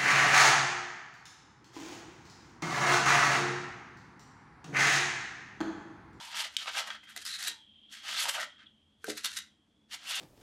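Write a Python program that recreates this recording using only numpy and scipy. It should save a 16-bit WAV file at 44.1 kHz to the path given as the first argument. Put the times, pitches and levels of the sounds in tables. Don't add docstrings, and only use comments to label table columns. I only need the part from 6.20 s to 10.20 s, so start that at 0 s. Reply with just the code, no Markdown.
import sys
import numpy as np
from scipy import signal
from scipy.fft import rfft, irfft
from scipy.io import wavfile

SR = 44100
rng = np.random.default_rng(int(sys.argv[2]) if len(sys.argv) > 2 else 0)


def int16_out(signal):
    q = np.round(np.clip(np.atleast_2d(signal).T, -1, 1) * 32767)
    wavfile.write(sys.argv[1], SR, q.astype(np.int16))


N = 176400
TIME = np.arange(N) / SR
PAPER_LOW_HZ = 1110
WIDE_HZ = 8500
# f/Hz, relative spectral level/dB
CRINKLE_SPECTRUM = [(200, -42), (600, -29), (850, -21), (1100, -13.5), (1400, -1.5), (1900, 1),
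                    (2350, -6.5), (2700, -2), (3200, -3.5), (3800, 2), (5000, -3), (6500, -3.5),
                    (10000, -8), (13500, -19), (15000, -41.5)]


def sliding():
    # t/s, relative level/dB, body trim/dB, treble trim/dB
    pulls = [
        [(0.0, -45.5, -0.5, -18), (0.024, -44, -20, -12.5), (0.096, -47, -13.5, -11), (0.136, -41, -6.5, -26),
         (0.156, -37, -23.5, -13.5), (0.202, -31, -18.5, -10), (0.222, -37, -14.5, -9), (0.234, -43, -28, -15),
         (0.246, -31, -27.5, -16), (0.256, -39.5, -6, -14.5), (0.304, -57.5, -22, -20),
         (0.35, -50.5, -10.5, -14.5)],
        [(0.39, -43.5, -32.5, -12.5), (0.428, -38, -13, -17), (0.452, -50.5, -5, -9.5),
         (0.48, -34.5, -2.5, -27.5), (0.526, -45, -17.5, -17), (0.584, -26.5, -6.5, -19.5),
         (0.652, -50, -5, -17.5), (0.678, -42.5, 3, -6), (0.696, -48, -1, -27), (0.704, -44.5, -14, -26),
         (0.756, -52, -9, -22), (0.806, -74, -15, -19), (0.84, -59, -16, -13), (0.87, -68, -9, -16),
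         (0.898, -55.5, -23, 2.5), (0.95, -62, -4, -15)],
        [(1.71, -58.5, -14, -10), (1.726, -44.5, -38, -9), (1.818, -52, -14.5, -22.5),
         (1.888, -35.5, -13.5, -11), (1.954, -34.5, -19.5, -16), (1.992, -32, -13, -8), (2.078, -37.5, -3, -6),
         (2.094, -28, -8.5, -9), (2.126, -52, -20, 1), (2.15, -31, -7.5, -7.5), (2.18, -42, 5.5, -14.5),
         (2.236, -34.5, -11, -14.5), (2.272, -66, -15.5, -9.5)],
        [(3.702, -62.5, -10, -13), (3.712, -45, -32, -20), (3.744, -35.5, -12, -8), (3.776, -63.5, -16, -3),
         (3.804, -55, -11, -26), (3.866, -43, -8, -13), (3.898, -35, -15, -8.5), (3.966, -35.5, -14.5, -8.5),
         (4.0, -37.5, -3.5, -14)],
    ]
    # f/Hz, relative spectral level/dB
    spectrum = [(150, -41), (400, -31), (600, -8), (850, -4.5), (1020, -8), (1250, -0.5), (1900, 0),
                (2350, -3.5), (2800, 2.5), (3400, 4), (3850, -0.5), (4250, 1), (5000, -1), (8000, -5),
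                (13400, -13.5), (14300, -39), (16000, -59)]
    body_hz, treble_hz = 1110, 6400

    def slips():
        return rms_one(colour(grains(per_s=5000, spread_db=1, flutter_db=1), spectrum))
    paper, ticks = slips(), ticking()
    body = from_db(13) * flicker(steep(paper, body_hz, "low"))
    middle = steep(steep(paper, body_hz, "high"), treble_hz, "low")
    side = 0.55 * steep(slips(), WIDE_HZ, "high") * [[1], [-1]]
    treble = from_db(8) * flicker(steep(paper + side, treble_hz, "high"))
    out = 0
    for pull in pulls:
        bands = middle + ticks + body * gain_curve(pull, 2) + treble * gain_curve(pull, 3)
        out += gain_curve(pull) * bands
    return from_db(-2) * out


def ticking(per_s=260, pitches=8, t60_cycles=11):
    out = 0
    for hz in np.geomspace(1800, 8800, pitches):
        pleat = ring(0, [(hz, 0, t60_cycles / hz)])[:SR // 100]
        flicks = grains(per_s / pitches, spread_db=1, flutter_db=0)
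        out += signal.oaconvolve(flicks, pleat)[:N]
    return from_db(-10) * rms_one(steep(out, PAPER_LOW_HZ, "high"))


def crinkling():
    # t/s, relative level/dB
    presses = [
        [(.96, -59), (.972, -36.5), (1.0, -54), (1.022, -44), (1.04, -61), (1.06, -39), (1.11, -39),
         (1.16, -44.5), (1.18, -50), (1.203, -39.5), (1.25, -39), (1.285, -31.5), (1.305, -43.5), (1.36, -77)],
        [(2.8, -82), (2.86, -51.5), (2.905, -36.5), (2.945, -57), (2.982, -43), (3.03, -58.5), (3.047, -31),
         (3.064, -34.5), (3.085, -46), (3.155, -46.5), (3.178, -33.5), (3.21, -52.5), (3.27, -84)],
    ]

    def buckles():
        return rms_one(colour(grains(per_s=2800, spread_db=1.5, flutter_db=2), CRINKLE_SPECTRUM))
    centre = buckles()
    side = 0.1 * steep(buckles(), WIDE_HZ, "high") * [[1], [-1]]
    return from_db(-1) * (centre + side) * sum(gain_curve(press) for press in presses)


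def snapping():
    # t/s, relative level/dB, ring f/Hz, treble edge f/Hz
    creases = [(.193, -29, 3020, 5960), (0.459, -31, 1216, 3000), (.704, -29.5, 3300, 3700),
               (0.9635, -33, 2000, 13900), (1.0525, -34.5, 5020, 14000), (1.0634, -32, 5100, 10650),
               (1.227, -32, 4500, 14300), (1.2478, -35, 3970, 9900), (1.277, -33, 3730, 13000),
               (1.2817, -24.5, 3880, 14900), (2.055, -23, 932, 4500), (2.09, -28.5, 3130, 11000),
               (2.095, -26, 2830, 11000), (2.201, -29.5, 1956, 7000), (2.231, -31.5, 1940, 5500),
               (2.8436, -36.5, 1460, 14000), (2.9, -39.5, 3980, 12000), (2.976, -35.5, 4120, 13000),
               (3.0433, -30.5, 2770, 13030), (3.049, -30.5, 3670, 13000), (3.0575, -28, 4350, 14950),
               (3.0625, -29.5, 3520, 13000), (3.17, -39.5, 3810, 12000), (3.188, -32, 3790, 12000),
               (3.7126, -48, 1910, 7150)]
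    # f/Hz, relative spectral level/dB
    spectrum = [(200, -25.5), (700, -17.5), (1400, -1), (3800, -3), (6500, -4), (10000, -5), (13500, -4),
                (16000, -21)]
    cracks, rings = np.zeros((2, N))
    spray = rng.choice([-1, 1], N)
    for start, db, hz, edge_hz in creases:
        force = from_db(db - 2) * decay(start, t60=0.015) * spray
        force[int(start * SR)] += from_db(db + 10)
        cracks += butter(force, edge_hz, "low")
        rings += ring(start, [(hz, db - 3.5, 0.042)])
    return colour(cracks, spectrum) + butter(rings, PAPER_LOW_HZ, "high")


def crunching(slips_per_s=1200, t60_cycles=6):
    # t/s, relative level/dB, panel f/Hz
    crunches = [(0.144, -41.5, 1230), (.167, -41.5, 3200), (.424, -42, 3330), (.473, -35.5, 3400),
                (.479, -37, 1420), (0.496, -38, 1500), (.548, -34, 1660), (0.571, -36.5, 3150),
                (.581, -32.5, 1300), (.674, -39.5, 1850), (0.703, -36.5, 1740), (.832, -50.5, 2100),
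                (1.889, -35, 3350), (2.149, -35, 2850), (2.173, -41.5, 1490), (2.211, -38.5, 1310),
                (2.23, -37, 1380)]
    out = np.zeros(N)
    for start, db, hz in crunches:
        slips = (rng.random(N) < slips_per_s / SR) * rng.choice([-1, 1], N)
        slips[int(start * SR) + 1] = 1
        force = rms_one(slips) * decay(start, t60=0.06)
        panel = ring(0, [(hz, 0, t60_cycles / hz)])[:SR // 50]
        out += from_db(db) * signal.oaconvolve(force, panel / np.linalg.norm(panel))[:N]
    return butter(butter(out, PAPER_LOW_HZ, "high"), 4200, "low")


def rubbing(q=8.2, sag=0.04):
    # middle t/s, duration/s, level/dB, f/Hz
    rubs = [(0.067, 0.3, -55.5, 932), (0.195, 0.11, -49, 910), (0.971, 0.027, -54, 750),
            (1.136, 0.12, -42.5, 4050), (1.265, 0.16, -50.5, 3830), (1.257, 0.17, -61.5, 744),
            (1.324, 0.25, -66, 923), (1.984, 0.16, -40.5, 3425), (1.999, 0.066, -37, 4270),
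            (2.196, 0.1, -45, 1461), (2.21, 0.086, -46, 1930), (2.193, 0.086, -51, 621),
            (2.467, 0.022, -54, 3330), (3.943, 0.2, -44, 2743), (3.95, 0.17, -42, 3500)]
    out = np.zeros(N)
    for middle, length, db, hz in rubs:
        along = progress(middle, length)
        pitch = hz * (1 - sag * (along - 0.5))
        out += from_db(db) * np.sin(np.pi * along) * narrow_noise(pitch, hz / q)
    return out


def scraping():
    # middle t/s, duration/s, level/dB
    scrapes = [(0.757, 0.037, -47.5), (.9, 0.086, -53.5), (2.33, 0.17, -68), (2.416, 0.08, -58)]
    slips = colour(grains(per_s=1200, spread_db=1.5, flutter_db=1), CRINKLE_SPECTRUM)
    swells = sum(from_db(db) * np.sin(np.pi * progress(middle, length)) for middle, length, db in scrapes)
    return rms_one(butter(slips, 2060, "low")) * swells


def popping():
    # t/s, relative level/dB
    jerks = [(.3668, -1), (0.3681, -6)]
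    # f/Hz, level/dB, T60/s
    modes = [(2070, -35, 0.011), (3220, -17, .009), (3550, -16.5, 0.009), (4305, -21.5, 0.0074)]
    crack = from_db(-29.5) * band_noise(3490, 8000)
    pops = sum(from_db(db) * (crack * decay(start, t60=0.017) + ring(start, modes)) for start, db in jerks)
    return steep(pops, 1984, "high")


def tapping():
    # f/Hz, level/dB, T60/s
    modes = [(450, -42, 0.099), (1432, -37, 0.044), (1545, -33.5, 0.025)]
    return butter(ring(start=2.843, modes=modes), 350, "high")


def thudding(attack_s=0.0049, puff_hz=386):
    # t/s, relative level/dB
    blows = [(0.963, -25), (1.283, -23), (2.878, 3)]
    # f/Hz, level/dB, T60/s
    modes = [(135, -56, 0.27), (225.5, -51, 0.37), (306, -39.5, 0.25), (421, -37, 0.2), (498, -42, 0.17),
             (719, -49, 0.22), (760, -51.5, .11)]
    puff = from_db(-43) * band_noise(puff_hz / 1.3, puff_hz * 1.61)
    out = np.zeros(N)
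    for start, db in blows:
        contact = np.clip((TIME - start) / attack_s, 0, 1)
        out += from_db(db) * contact * (ring(start, modes) + puff * decay(start, t60=0.22))
    return butter(out, [51.6, 900], "band")


def kitchen(x, gap_s=0.0026, crossover_hz=4500):
    low, high = rng.standard_normal((2, N))
    low = steep(low, crossover_hz, "low") * decay(gap_s, t60=0.28)
    high = butter(high, crossover_hz, "high") * decay(gap_s, t60=0.25)
    tail = butter(low + high, 6900, "low")[:SR // 2]
    return from_db(-11.5) * signal.fftconvolve(x, tail / np.linalg.norm(tail))[:N]


def background():
    # t/s, level/dB, f/Hz
    course = [(0, -86, 3187), (.8, -61.5, 3217), (1.4, -61, 3294), (1.58, -60.5, 3190), (1.7, -59.5, 3253),
              (2.35, -60.5, 3228), (2.62, -73, 3170), (2.78, -73, 3297), (3.4, -78, 3217),
              (3.62, -78.5, 3393), (4, -72, 3260)]
    # f/Hz, relative spectral level/dB
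    spectrum = [(20, -28.5), (48, -9), (65, -7), (85, 0.5), (120, -12.5), (150, -2), (175, -15), (215, 5),
                (255, -8.5), (298, -1.5), (360, -15), (800, -19.5), (1600, -26), (5000, -31.5), (9000, -35),
                (16000, -57)]
    times, _, hz = np.transpose(course)
    pitch = np.interp(TIME, times, hz)
    hiss = narrow_noise(pitch, width_hz=190) + from_db(-8) * narrow_noise(pitch, width_hz=850)
    waver = from_db(1.5 * drift(16))
    hum = from_db(-70.5) * colour(rng.standard_normal(N), spectrum)
    return hum + gain_curve(course) * rms_one(waver * hiss)


def grains(per_s, spread_db, flutter_db):
    sizes = from_db(spread_db * np.minimum(rng.exponential(1, N), 4)) * rng.choice([-1, 1], N)
    hits = rng.random(N) < per_s / SR
    return rms_one(sizes * hits * from_db(flutter_db * drift(64)))


def flicker(x, depth_db=2.5):
    return x * rms_one(from_db(depth_db * drift(30)))


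def drift(hz):
    return rms_one(butter(rng.standard_normal(N + SR), hz, "low")[SR:])


def band_noise(low_hz, high_hz, shape=N):
    return rms_one(butter(rng.standard_normal(shape), [low_hz, high_hz], "band"))


def narrow_noise(hz, width_hz):
    phase = 2 * np.pi * np.cumsum(hz) / SR
    a, b = rms_one(butter(rng.standard_normal((2, N)), width_hz / 2, "low"))
    return a * np.cos(phase) + b * np.sin(phase)


def ring(start, modes):
    return sum(from_db(db) * decay(start, t60) * np.sin(2 * np.pi * hz * (TIME - start))
               for hz, db, t60 in modes)


def decay(start, t60):
    return (TIME >= start) * np.exp(-np.log(1000) * np.clip((TIME - start) / t60, 0, 10))


def progress(middle, length):
    return np.clip((TIME - middle) / length + 0.5, 0, 1)


def gain_curve(rows, column=1, fade_s=0.021):
    rows = np.array(rows)
    outside = np.maximum(rows[0, 0] - TIME, TIME - rows[-1, 0])
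    return from_db(np.interp(TIME, rows[:, 0], rows[:, column])) * np.clip(1 - outside / fade_s, 0, 1)


def colour(x, spectrum, size=8192):
    hz, db = np.transpose(spectrum)
    log_hz = np.log(np.fft.rfftfreq(size, 1 / SR) + 1)
    magnitude = from_db(np.interp(log_hz, np.log(hz), db))
    cepstrum = irfft(np.log(magnitude))
    cepstrum[size // 2:] = 0
    response = irfft(np.exp(2 * rfft(cepstrum)))
    return signal.fftconvolve(x, response / np.linalg.norm(response))[:N]


def butter(x, hz, kind):
    return signal.sosfilt(signal.butter(2, hz, kind, fs=SR, output="sos"), x + 1e-18)


def steep(x, hz, kind):
    return butter(butter(x, hz, kind), hz, kind)


def from_db(db):
    return 10 ** (np.asarray(db) / 20)


def rms_one(x):
    return x / np.sqrt(np.mean(x ** 2) + 1e-20)


def scene():
    paper = sliding() + rubbing() + scraping() + crunching() + crinkling() + snapping() + popping()
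    paper += tapping()
    return paper + kitchen(paper.mean(axis=0)) + thudding() + background()


def record(dry, cutoff_hz=15800):
    hiss = from_db(-85) * band_noise(70, 2500, shape=(2, N))
    return signal.sosfilt(signal.ellip(10, 0.1, 80, cutoff_hz, fs=SR, output="sos"), dry + hiss)


dry = scene()
out = record(dry)
int16_out(out)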